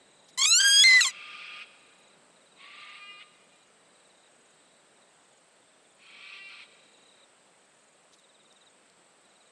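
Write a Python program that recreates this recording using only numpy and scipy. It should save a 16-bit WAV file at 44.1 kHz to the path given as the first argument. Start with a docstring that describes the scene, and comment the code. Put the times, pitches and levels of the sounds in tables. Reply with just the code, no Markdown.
"""Insect hiss and far wind lie over a grassy hillside, where three small singers trill and dry stalks tick.
Soon a small reed call is blown once beside the microphone: a squeal that cracks upward and breaks down.
A harsh bird screeches three times across the gully. Wind and insects are shaped random spectra, trills are
falling sine notes, the bird is a pulse series coloured by a throat, and the reed is a stack of partials
with pulsed air and beating side tones; scattered echoes follow the bird and the reed."""
import sys
import numpy as np
from scipy import signal
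from scipy.fft import rfft, irfft
from scipy.io import wavfile
from scipy.ndimage import uniform_filter1d

SR = 44100
rng = np.random.default_rng(int(sys.argv[2]) if len(sys.argv) > 2 else 0)


def transcribe(signal):
    """Save signal, clipped to [-1, 1], as a 16-bit WAV file at the path in sys.argv[1]."""
    frames = np.atleast_2d(signal).T
    limited = np.clip(frames, -1, 1)
    pcm = np.round(limited * 32767).astype(np.int16)
    wavfile.write(sys.argv[1], SR, pcm)


N = 419391

# Spectrum of air rushing past the reed. Each row: frequency in Hz, level in dB.
AIR_SPECTRUM = [(300, -38.5), (900, -17), (2500, -8), (5000, -4.5), (8000, 0.5), (9000, -15.5),
                (10500, -6.5), (12000, -17), (15000, -41.5)]


def gain_of(db):
    """Decibels express an amplitude ratio on a logarithmic scale."""
    return 10 ** (np.asarray(db) / 20)


def evened(x):
    """Dividing a signal by its root mean square gives it unit power."""
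    return x / np.sqrt(np.mean(x ** 2) + 1e-20)


def level_at(points, hz):
    """A spectral envelope is read along a logarithmic frequency axis."""
    point_hz, level_db = np.transpose(points)
    return np.interp(np.log(hz + 1), np.log(point_hz + 1), level_db)


def curves(rows):
    """Slowly varying parameters are joined by straight lines; returns sample times and the columns."""
    row_s, *columns = np.transpose(rows)
    row_s = np.maximum.accumulate(row_s)
    t = np.arange(round(row_s[0] * SR), round(row_s[-1] * SR)) / SR
    return t, [np.interp(t, row_s, column) for column in columns]


def add(mix, start, sound):
    """Sounds superpose: their pressures add from the start time in seconds."""
    part = mix[round(start * SR):][:len(sound)]
    part += sound[:len(part)]


def coloured(x, points):
    """A linear filter multiplies the spectrum by a gain at each frequency."""
    response = gain_of(level_at(points, np.fft.rfftfreq(len(x), 1 / SR)))
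    return irfft(rfft(x) * response, len(x))


def without_bass(x, order, hz):
    """A short or small resonator radiates little below its cutoff, as a high-pass filter does."""
    return signal.sosfilt(signal.butter(order, hz, "high", fs=SR, output="sos"), x)


def wander(size, hz):
    """Low-pass filtered noise of unit rms fluctuates smoothly, up to about hz times a second."""
    smoother = signal.butter(2, hz, fs=SR, output="sos")
    return evened(signal.sosfilt(smoother, rng.standard_normal(size)))


def tone(turns):
    """A sinusoid of unit rms follows its phase, counted in turns."""
    return np.sqrt(2) * np.sin(2 * np.pi * turns)


def field():
    """Far wind and insects are random short-time spectra; partly independent sides widen the image."""
    # Far wind. Each row: frequency in Hz, relative level in dB per Hz.
    wind = [(15, -54.5), (25, -24.5), (97, -22), (124, -22), (160, -4), (311, -5), (579, -0.5), (835, -4.5),
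            (936, -5.5), (1320, -6), (3970, -12), (6000, -20), (7800, -47), (13200, -120)]
    # Insect hiss. Each row: frequency in Hz, relative level in dB per Hz.
    insects = [(4500, -41), (6000, -14.5), (6800, -11.5), (7600, -2.5), (8200, 1.5), (8850, -4.5),
               (9050, -17), (10000, -22), (11500, -26), (12500, -40), (13000, -51)]
    # Stereo spread. Each row: frequency in Hz, level of side against mid in dB.
    side_levels = [(60, -17), (180, -39), (540, -43.5), (1640, -33.5), (4950, -29), (14900, -23)]
    field_db, insects_db = -62.5, -7  # rms of the mid; insects against the wind
    gust_db, gust_s, gust_hz = 6.5, 2, 399.8  # the low wind is stronger at first and drops

    frames, hz = N // 256 + 5, np.fft.rfftfreq(1024, 1 / SR)
    mid_re, mid_im, side_re, side_im, patches = rng.standard_normal((frames, 513, 5)).T
    side_gain = gain_of(level_at(side_levels, hz))[:, None]
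    spectra = np.array([mid_re + 1j * mid_im, side_gain * (side_re + 1j * side_im)])

    wind_gain = gain_of(level_at(wind, hz))
    insect_gain = gain_of(level_at(insects, hz) + insects_db)
    spectra *= np.hypot(wind_gain, insect_gain)[:, None]

    # soft patches: smoothed over 10 frequency bins and 12 frames
    patches = evened(uniform_filter1d(uniform_filter1d(patches, 10, 0), 12, 1))
    swell = wander(N + 2048, 0.59)[::256][:frames]
    spectra *= gain_of(0.89 * patches + 0.32 * swell)

    gust_by_hz = 1 / (1 + (hz / gust_hz) ** 2)
    gust_by_time = 1 / (1 + (np.arange(frames) * 256 / SR / gust_s) ** 4)
    spectra *= gain_of(gust_db * np.outer(gust_by_hz, gust_by_time))

    mid, side = signal.istft(spectra, nperseg=1024, noverlap=768)[1][:, :N]
    return gain_of(field_db) * np.array([mid + side, mid - side]) / np.std(mid)


def stalks():
    """A snap is a rapidly damped oscillation; a brush is a dense run of unequal impulses."""
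    # Snaps. Each row: start in seconds, peak level in dB, frequency in Hz.
    ticks = [(1.594, -49, 9000), (2.004, -52, 9500), (6.49, -50, 7000), (8.035, -54, 6000),
             (8.188, -48, 7000), (8.197, -48, 6500), (8.527, -43, 5500), (8.9, -45, 4300),
             (9.255, -52, 9000)]
    # Longer brushes. Each row: start in seconds, length in seconds, level before the fades in dB.
    brushes = [(.275, 0.038, -58), (8.115, 0.046, -60.5)]
    brush_spectrum = [(2000, -22), (3500, 7), (6500, 4), (11500, -12), (13000, -40)]  # (Hz, dB)

    out, t = np.zeros(N), np.arange(200) / SR
    for start, db, hz in ticks:
        decay = gain_of(db - 60 * t / .0018)  # 60 dB in 1.8 ms
        add(out, start, decay * np.cos(2 * np.pi * hz * t))
    for start, length, db in brushes:
        size = round(length * SR)
        crackle = rng.standard_normal(size) * gain_of(4.2 * rng.exponential(1, size))
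        brush = evened(coloured(crackle, brush_spectrum))
        add(out, start, gain_of(db) * brush * np.hanning(size))
    return out


def trills(rows, swell_db, fall_hz, length):
    """A trill repeats a short falling whistle; small chance offsets vary its pitch and strength."""
    out, u = np.zeros(N), np.linspace(0, 1, round(length * SR))
    for first, last, spacing, last_db, top_hz in rows:
        count = round((last - first) / spacing) + 1
        centres = np.linspace(first, last, count)
        levels_db = np.linspace(last_db - swell_db, last_db, count)
        chances = rng.standard_normal((count, 2))
        for centre, db, (pitch_chance, level_chance) in zip(centres, levels_db, chances):
            hz = (top_hz - fall_hz * u) * (1 + .005 * pitch_chance)
            hz *= 1 + .004 * wander(len(u), 300)  # a slight burr
            note = tone(np.cumsum(hz) / SR) * np.sin(np.pi * u)
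            add(out, max(centre - length / 2, 0), gain_of(db + 1.5 * level_chance) * note)
    return out


def singers():
    """Three singers occupy separate frequency bands, so their trills remain distinct."""
    # Low singer. Each row: first and last note in seconds, spacing in seconds, nominal level of
    # the last note in dB, nominal top of each note in Hz.
    low_rows = [(.004, .342, .029, -63.5, 4150), (1.15, 2.139, .030, -65.5, 4150),
                (2.318, 2.574, .051, -63.5, 4150), (3.04, 3.35, .030, -68, 4120),
                (3.5, 3.63, .032, -68.5, 4200), (3.81, 4.108, .049, -64.5, 4175),
                (4.155, 4.268, .028, -66, 4110), (4.49, 4.8, .0282, -69.5, 4120),
                (4.86, 5.085, .056, -70, 4150), (5.14, 5.32, .06, -72, 3850),
                (5.57, 5.91, .0567, -68.5, 3840), (6.43, 7.236, .0287, -63, 4140),
                (8.14, 8.674, .0534, -61.5, 4075), (9.259, 9.468, .052, -63.5, 4160)]
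    # Middle singer. Each row: first and last note in seconds, nominal level of the last note in dB.
    mid_rows = [(.069, 0.334, -66), (1.796, 2.081, -67.5), (2.576, 2.898, -68.5), (3.357, 3.676, -69),
                (4.177, 4.507, -67), (5.105, 5.378, -68), (5.835, 6.11, -67.5), (6.746, 7.072, -67.5),
                (7.612, 7.932, -67.5), (8.437, 8.703, -67), (9.294, 9.477, -68)]
    # High singer. Each row: first and last note in seconds, nominal level of the last note in dB.
    high_rows = [(0.274, 0.35, -75), (1.152, 1.359, -76), (1.39, 1.99, -73.5), (2.104, 2.458, -77.5),
                 (2.535, 2.694, -79), (2.812, 3.011, -76), (3.287, 3.561, -76), (3.814, 4.076, -76),
                 (4.314, 4.549, -76), (4.648, 5.135, -77.5), (5.329, 5.605, -74.5), (5.834, 6.111, -73.5),
                 (6.256, 6.536, -78), (6.923, 7.155, -78), (7.425, 7.85, -77), (7.97, 8.166, -74.5),
                 (8.352, 8.666, -78.5), (8.976, 9.215, -79)]
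    mid_spacing_s, mid_top_hz = .046, 7250
    high_spacing_s, high_top_hz = .039, 9750

    mid_rows = [(first, last, mid_spacing_s, db, mid_top_hz) for first, last, db in mid_rows]
    high_rows = [(first, last, high_spacing_s, db, high_top_hz) for first, last, db in high_rows]
    out = trills(low_rows, swell_db=4.5, fall_hz=560, length=.03)
    out += trills(mid_rows, swell_db=5.5, fall_hz=800, length=.017)
    out += trills(high_rows, swell_db=3, fall_hz=250, length=.015)
    return out


def gully(x, t60, gap):
    """Scattering from trees and the far slope: randomly signed, dull echoes that decay exponentially."""
    at = np.arange(round(gap * SR), 2 * SR - 20, 20)
    taps = np.zeros(2 * SR)
    tap_at = at + rng.integers(0, 20, len(at))
    taps[tap_at] = rng.choice([-1., 1.], len(at)) * gain_of(-60 * at / SR / t60)
    taps = coloured(taps, [(300, 2.5), (2500, -7.5), (5000, -5.5), (10000, -18.0)])
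    return signal.fftconvolve(x, taps / np.linalg.norm(taps))[:N]


def screech(row, throat):
    """Source and filter: pulses near 400 a second fray into rough partials and half partials."""
    # Clearer stretches of the voice. Each row: start and end in seconds, roughness from 0 to 1.
    clearer = [(1.5, 1.63, .65), (2.88, 3.0, .62), (3.0, 3.2, .06), (3.2, 3.225, .55), (6.22, 6.39, .65),
               (6.39, 6.495, .2), (6.495, 6.6, .7)]
    # A brief dip of the voice as the squeal ends: centre and half width in seconds, change in dB.
    dip = (1.14, 0.13, -5)
    # Throat in the clear stretches. Each row: frequency in Hz, level in dB.
    clear_throat = [(820, -56.5), (1400, -26), (2010, -9), (2210, -7), (2450, 0.5), (2620, -13), (2870, -2),
                    (3390, -23.5), (4090, -15.5), (4760, -24), (5000, -29), (6000, -36.5), (7800, -69),
                    (13200, -120)]
    usual_roughness = .87  # 0 to 1
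    attack_share = .25  # the fade-in takes this share of the swell
    release_s, lift_s, third_fade_db = 0.045, 0.024, -5  # fade-out; closing push and its loss of third
    (start, end, onset_db, swell, top_db, sag_db, push_db, third_db,
     first_hz, settled_hz, settle, lift_hz) = row

    t = np.arange(start, end, 1 / SR)
    size = len(t)
    effort_s = [start, start + swell, start + swell + 0.064, end]
    effort_db = np.interp(t, effort_s, [onset_db, 0, sag_db, sag_db])
    dip_s, dip_half_width, dip_db = dip
    effort_db += dip_db * np.clip(1 - abs(t - dip_s) / dip_half_width, 0, 1)
    closing = np.clip(1 + (t - end + release_s) / lift_s, 0, 1)
    voice_db = top_db + effort_db + push_db * closing
    third_db = third_db + effort_db + third_fade_db * closing

    rough = np.full(size, usual_roughness)
    for a, b, value in clearer:
        rough[(t > a) & (t < b)] = value
    rough = uniform_filter1d(rough, size=900)

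    hz = settled_hz + (first_hz - settled_hz) * np.exp((start - t) / settle) + lift_hz * closing
    turns = np.cumsum(hz * (1 + 0.003 * wander(size, 60))) / SR

    clear = sum(gain_of(3.5 * wander(size, 9)) * tone(k * turns + rng.random()) for k in range(4, 15))
    clear = evened(coloured(clear, clear_throat))
    # alternating strong and weak strokes give partials at half multiples
    frayed = sum(wander(size, 45) * tone(k * turns / 2 + rng.random()) for k in range(5, 33))
    puffs = (.5 + np.exp(-(turns % 1) / 0.4)) * rng.standard_normal(size)
    harsh = evened(coloured(evened(frayed) + 1.2 * evened(puffs), throat))
    harsh *= gain_of(.6 * wander(size, 30))
    voice = ((1 - rough) * clear + rough * harsh) / np.hypot(rough, 1 - rough)

    # the third partial sings through even when the voice is rough
    third = tone(3 * turns + .06 * rough * wander(size, 50))
    third *= 1 + .45 * rough * wander(size, 50)
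    edges = np.clip(np.minimum((t - start) / (attack_share * swell), (end - t) / release_s), 0, 1)
    return start, (gain_of(voice_db) * voice + gain_of(third_db) * third) * edges ** 2


def bird():
    """Each screech has its own throat resonances; the small throat gives little bass."""
    # Each row: start and end in seconds, onset in dB against the top, swell in seconds, top level in dB,
    # sag in dB, closing push in dB, third partial in dB, first pulse rate in Hz, settled pulse rate
    # in Hz, settling time constant in seconds, closing lift in Hz.
    screeches = [(0.572, 1.668, -10, 0.24, -44, -1, 3, -55.5, 350.5, 408.2, .3, 12),
                 (2.534, 3.26, -5, 0.33, -49, -1, 3, -57.5, 335.6, 405.8, .13, 12.7),
                 (5.93, 6.669, -13.5, 0.43, -46, -3, 2, -64.5, 361.3, 395.3, 0.22, 15.6)]
    # One throat spectrum per screech. Each row of a spectrum: frequency in Hz, level in dB.
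    throats = [
        [(820, -38.5), (1400, -11), (1940, -18.5), (2210, -6.5), (2530, -1), (2710, -2), (2930, -14.5),
         (3250, -6), (3650, -16.5), (4960, -19.5), (5720, -30), (6500, -36.5), (8450, -66.5), (14300, -120)],
        [(820, -18.5), (1400, -11.5), (1690, -18), (1860, -7.5), (2150, -0.5), (2430, -6), (2640, -1.5),
         (3050, -8), (3890, -7.5), (4710, -18), (5870, -39), (6500, -32), (8450, -59), (14300, -120)],
        [(820, -28), (1400, -11.5), (1710, -20), (1860, -14), (2180, -8.5), (2250, -4.5), (2580, 0.5),
         (2870, -11), (3190, -6), (3510, -11.5), (4340, -11.5), (4650, -21), (5540, -26), (6500, -36),
         (8450, -65), (14300, -120)],
    ]

    out = np.zeros(N)
    for row, throat in zip(screeches, throats):
        add(out, *screech(row, throat))
    return without_bass(out, order=4, hz=800)


def unsteadiness(t):
    """Reed instability modulates frequency and amplitude: returns pitch shake and rasp, as shares."""
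    # Unsteady spells. Each row: start, worst moment and end in seconds, flutter as a share of pitch,
    # rasp as a share of strength.
    spell_rows = [(.37, .376, .39, .002, .35), (.375, .461, .47, .029, .27), (.585, .609, .66, .02, .22),
                  (.64, .68, .7, .003, .07), (.79, .838, .844, .002, .08), (1.0, 1.008, 1.045, .009, .3),
                  (1.01, 1.055, 1.2, .005, .18)]
    calm_flutter, calm_rasp = .001, .03  # shares in the steady reed
    flap_hz = 46  # the lips flap; pitch flicks highest at the worst moment of a spell

    spells = np.array([np.interp(t, row[:3], [0, 1, 0]) for row in spell_rows])
    flutter, rasp = np.transpose(spell_rows)[3:] @ spells + [[calm_flutter], [calm_rasp]]
    flaps = sum(depth * spell * np.cos(2 * np.pi * flap_hz * (t - worst))
                for (_, worst, _, depth, _), spell in zip(spell_rows, spells))
    shake = np.sqrt(2) * flaps + .3 * flutter * wander(len(t), 150)
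    return shake, rasp


def reed_partial(k, turns, shake, rasp):
    """Amplitude modulation: a partial is louder as pitch flicks up and drops out briefly in rasp."""
    size = len(turns)
    ragged = 1 + rasp * wander(size, 300)
    throb = gain_of(60 * shake - 22 * rasp * abs(wander(size, 60)))
    return tone(k * turns + 0.35 * k) * ragged * throb


def reed_air(turns, t):
    """Turbulence noise is modulated once each cycle by the opening of the reed."""
    pulsed = rng.standard_normal(len(t)) * (1 + .5 * tone(turns))
    return evened(coloured(pulsed, AIR_SPECTRUM)) * np.clip((t[-1] - t) / .04, 0, 1)


def add_weak_vibrations(sound, t, turns):
    """Intermodulation: two weaker vibrations mix with the reed into sum and difference tones."""
    # Vibrations after the crack, near the old pitch and lower. Each row: time in seconds,
    # nominal frequency in Hz, level in dB.
    old_note = [(.836, 1640, -22), (.85, 1615, -37), (.88, 1620, -53), (.96, 1710, -51.5),
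                (1.006, 1760, -39.5)]
    low_note = [(.865, 1132, -52.5), (.89, 1106, -44), (.93, 1116, -41.5), (.97, 1113, -49.5),
                (1.0, 1100, -50.5)]
    # Their mixed tones. Each row: multiple of the reed, multiple of the weak vibration,
    # level in dB against that vibration.
    old_mix = [(0, 1, -3), (1, -1, -22), (1, 1, 0), (2, 1, 1), (3, 1, -4)]
    low_mix = [(0, 1, -8), (1, 1, -1), (2, 1, 0), (3, -1, 0), (0, 2, -4), (1, 2, 3), (4, -1, -5),
               (3, 1, -3)]

    for note, mix in ((old_note, old_mix), (low_note, low_mix)):
        u, (weak_hz, db) = curves(note)
        reed = np.interp(u, t, turns)
        weak = np.cumsum(weak_hz * (1 + .0025 * wander(len(u), 200))) / SR
        beats = sum(gain_of(mix_db + 5.1 * wander(len(u), 55)) * tone(round(k) * reed + round(m) * weak)
                    for k, m, mix_db in mix)
        add(sound, u[0] - t[0], gain_of(db) * beats * signal.windows.tukey(len(u), .08))


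def add_air_bursts(out):
    """Transient turbulence decays exponentially as the reed catches or jumps."""
    # Each row: start in seconds, initial level in dB, time to fall 60 dB in seconds.
    bursts = [(.377, -35.5, 0.023), (.4625, -32.5, 0.018), (.836, -21, .02), (1.006, -30, .03)]
    u = np.arange(1500) / SR
    for start, db, t60 in bursts:
        burst = evened(coloured(rng.standard_normal(len(u)), AIR_SPECTRUM))
        add(out, start, gain_of(db - 60 * u / t60) * burst)


def squeal():
    """A beating reed yields three strong partials and a bright harmonic stack coloured by the barrel."""
    # The blow. Each row: time in seconds, pitch in Hz, fundamental in dB, second and third partial
    # in dB, higher partials together in dB; all are nominal, before colour and unsteadiness.
    reed = [(.374, 984, -53.5, -34.5, -38.5), (.389, 1034, -38.5, -29.5, -27.5),
            (.457, 1164, -35, -22.5, -21), (.47, 1242, -49.5, -23, -25), (.53, 1360, -41, -19, -24),
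            (.578, 1465, -38.5, -21.5, -20.5), (.604, 1591, -25.5, -19.5, -26.5),
            (.625, 1578, -30, -24, -27), (.662, 1622, -20, -22.5, -29.5), (.68, 1611, -23.5, -27.5, -23.5),
            (.718, 1622, -30.5, -23.5, -28), (.78, 1639, -36, -22, -25.5), (.826, 1690, -40, -20, -22.5),
            (.838, 1703, -42.5, -23.5, -23.5), (.838, 2064, -19, -19.5, -48.5),
            (.868, 2095, -18.5, -18, -37.5), (.902, 2040, -17.5, -25, -47), (.968, 2020, -17, -26.5, -48.5),
            (1.006, 1923, -20, -47.5, -41), (1.006, 1410, -32.5, -19, -22.5),
            (1.046, 1192, -45.5, -23.5, -28.5), (1.052, 1088, -35, -23.5, -28.5),
            (1.068, 1057, -37.5, -34.5, -23.5), (1.094, 998, -56, -26.5, -36.5),
            (1.115, 938, -71, -64, -46)]
    # Colour of the second and third partial. Each row: frequency in Hz, level in dB.
    bell = [(1900, 3.5), (2300, -5.5), (2500, -2.5), (2640, -17), (2780, -4), (2940, -17.5), (3180, -1.5),
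            (3380, 5), (3700, -6), (4050, 0), (4400, -5.5), (4700, -5), (4900, -0.5), (6200, -3)]
    # Colour of the higher partials. Each row: frequency in Hz, relative level in dB.
    barrel = [(2060, -43), (3500, -13), (4000, -1), (4590, -6.5), (4840, -8.5), (5360, -12), (6420, -6.5),
              (6960, -0.5), (8160, -8), (8980, -31.5), (9840, -17), (10900, -25), (11500, -23.5),
              (12500, -39), (16200, -71), (22000, -120)]
    overblown_hz, thin_third_db = 1800, -14.5  # above that pitch the third partial thins out
    # the second and third partials dip at random, most deeply while the pitch glides this fast
    dip_depth_db, glide_hz_per_s = 3, 1500
    # air at 1 kHz without rasp, then its rise with rasp and pitch
    air_base_db, air_per_rasp_db, air_per_octave_db = -54.5, 25.5, 13.5

    t, columns = curves(reed)
    size = len(t)
    thin = (columns[0] > overblown_hz) * 1.
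    # the reed needs a few cycles to change
    hz, db1, over_db, high_db, thin = uniform_filter1d(columns + [thin], size=130, axis=1)
    glide = np.clip(abs(np.gradient(hz)) * SR / glide_hz_per_s, 0, 1)
    dips_db = dip_depth_db * (1 - thin) * glide
    db2, db3 = [over_db + level_at(bell, k * hz) - dips_db * wander(size, 25) ** 2 for k in (2, 3)]
    db3 = db3 + thin_third_db * thin

    shake, rasp = unsteadiness(t)
    turns = np.cumsum(hz * (1 + shake + 0.0003 * wander(size, 400))) / SR
    low = sum(gain_of(db) * reed_partial(k, turns, shake, rasp)
              for k, db in enumerate((db1, db2, db3), 1))
    heights = [gain_of(level_at(barrel, k * hz) + 3.2 * wander(size, 36)) for k in range(4, 13)]
    high = sum(height * reed_partial(k, turns, shake, rasp) for k, height in enumerate(heights, 4))
    high /= np.linalg.norm(heights, axis=0)
    air_db = air_base_db + air_per_rasp_db * rasp + air_per_octave_db * np.log2(hz / 1000)
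    sound = low + gain_of(high_db) * high + gain_of(air_db) * reed_air(turns, t)
    add_weak_vibrations(sound, t, turns)

    out = np.zeros(N)
    add(out, t[0], sound * signal.windows.tukey(size, .012))
    add_air_bursts(out)
    return without_bass(out, order=2, hz=500)  # the short barrel gives little bass


def scene():
    """Superposition of the field, stalks, singers, bird and reed, with echoes of the last two."""
    background = field() + stalks() + singers()
    voice = bird()
    voice += gain_of(-15.5) * gully(voice, t60=2.0, gap=0.044)
    call = squeal()
    near = gain_of(-29) * gully(call, t60=0.32, gap=0.0013)
    far = gain_of(-45.5) * gully(call, t60=2.9, gap=0.06)
    return background + voice + call + near + far


def record(dry):
    """Spectral folding: the converter leaves a faint treble mirror about 12 kHz; then a band limit."""
    mirror_hz, edge_hz = 24000, 15400  # a component at f folds to mirror_hz - f
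    direct_colour = [(11300, 1), (12300, -24.0)]  # (Hz, dB)
    mirror_colour = [(11500, -63.5), (12200, -7), (14000, -19), (15400, -30.0), (16000, -89.5)]
    carrier = np.exp(2j * np.pi * mirror_hz * np.arange(N) / SR)
    mirror = (np.conj(signal.hilbert(dry)) * carrier).real
    folded = [coloured(direct, direct_colour) + coloured(image, mirror_colour)
              for direct, image in zip(dry, mirror)]
    band_limit = signal.firwin(511, edge_hz, window=("kaiser", 9), fs=SR)
    return signal.oaconvolve(folded, band_limit[None], "same")


dry = scene()
out = record(dry)
transcribe(out)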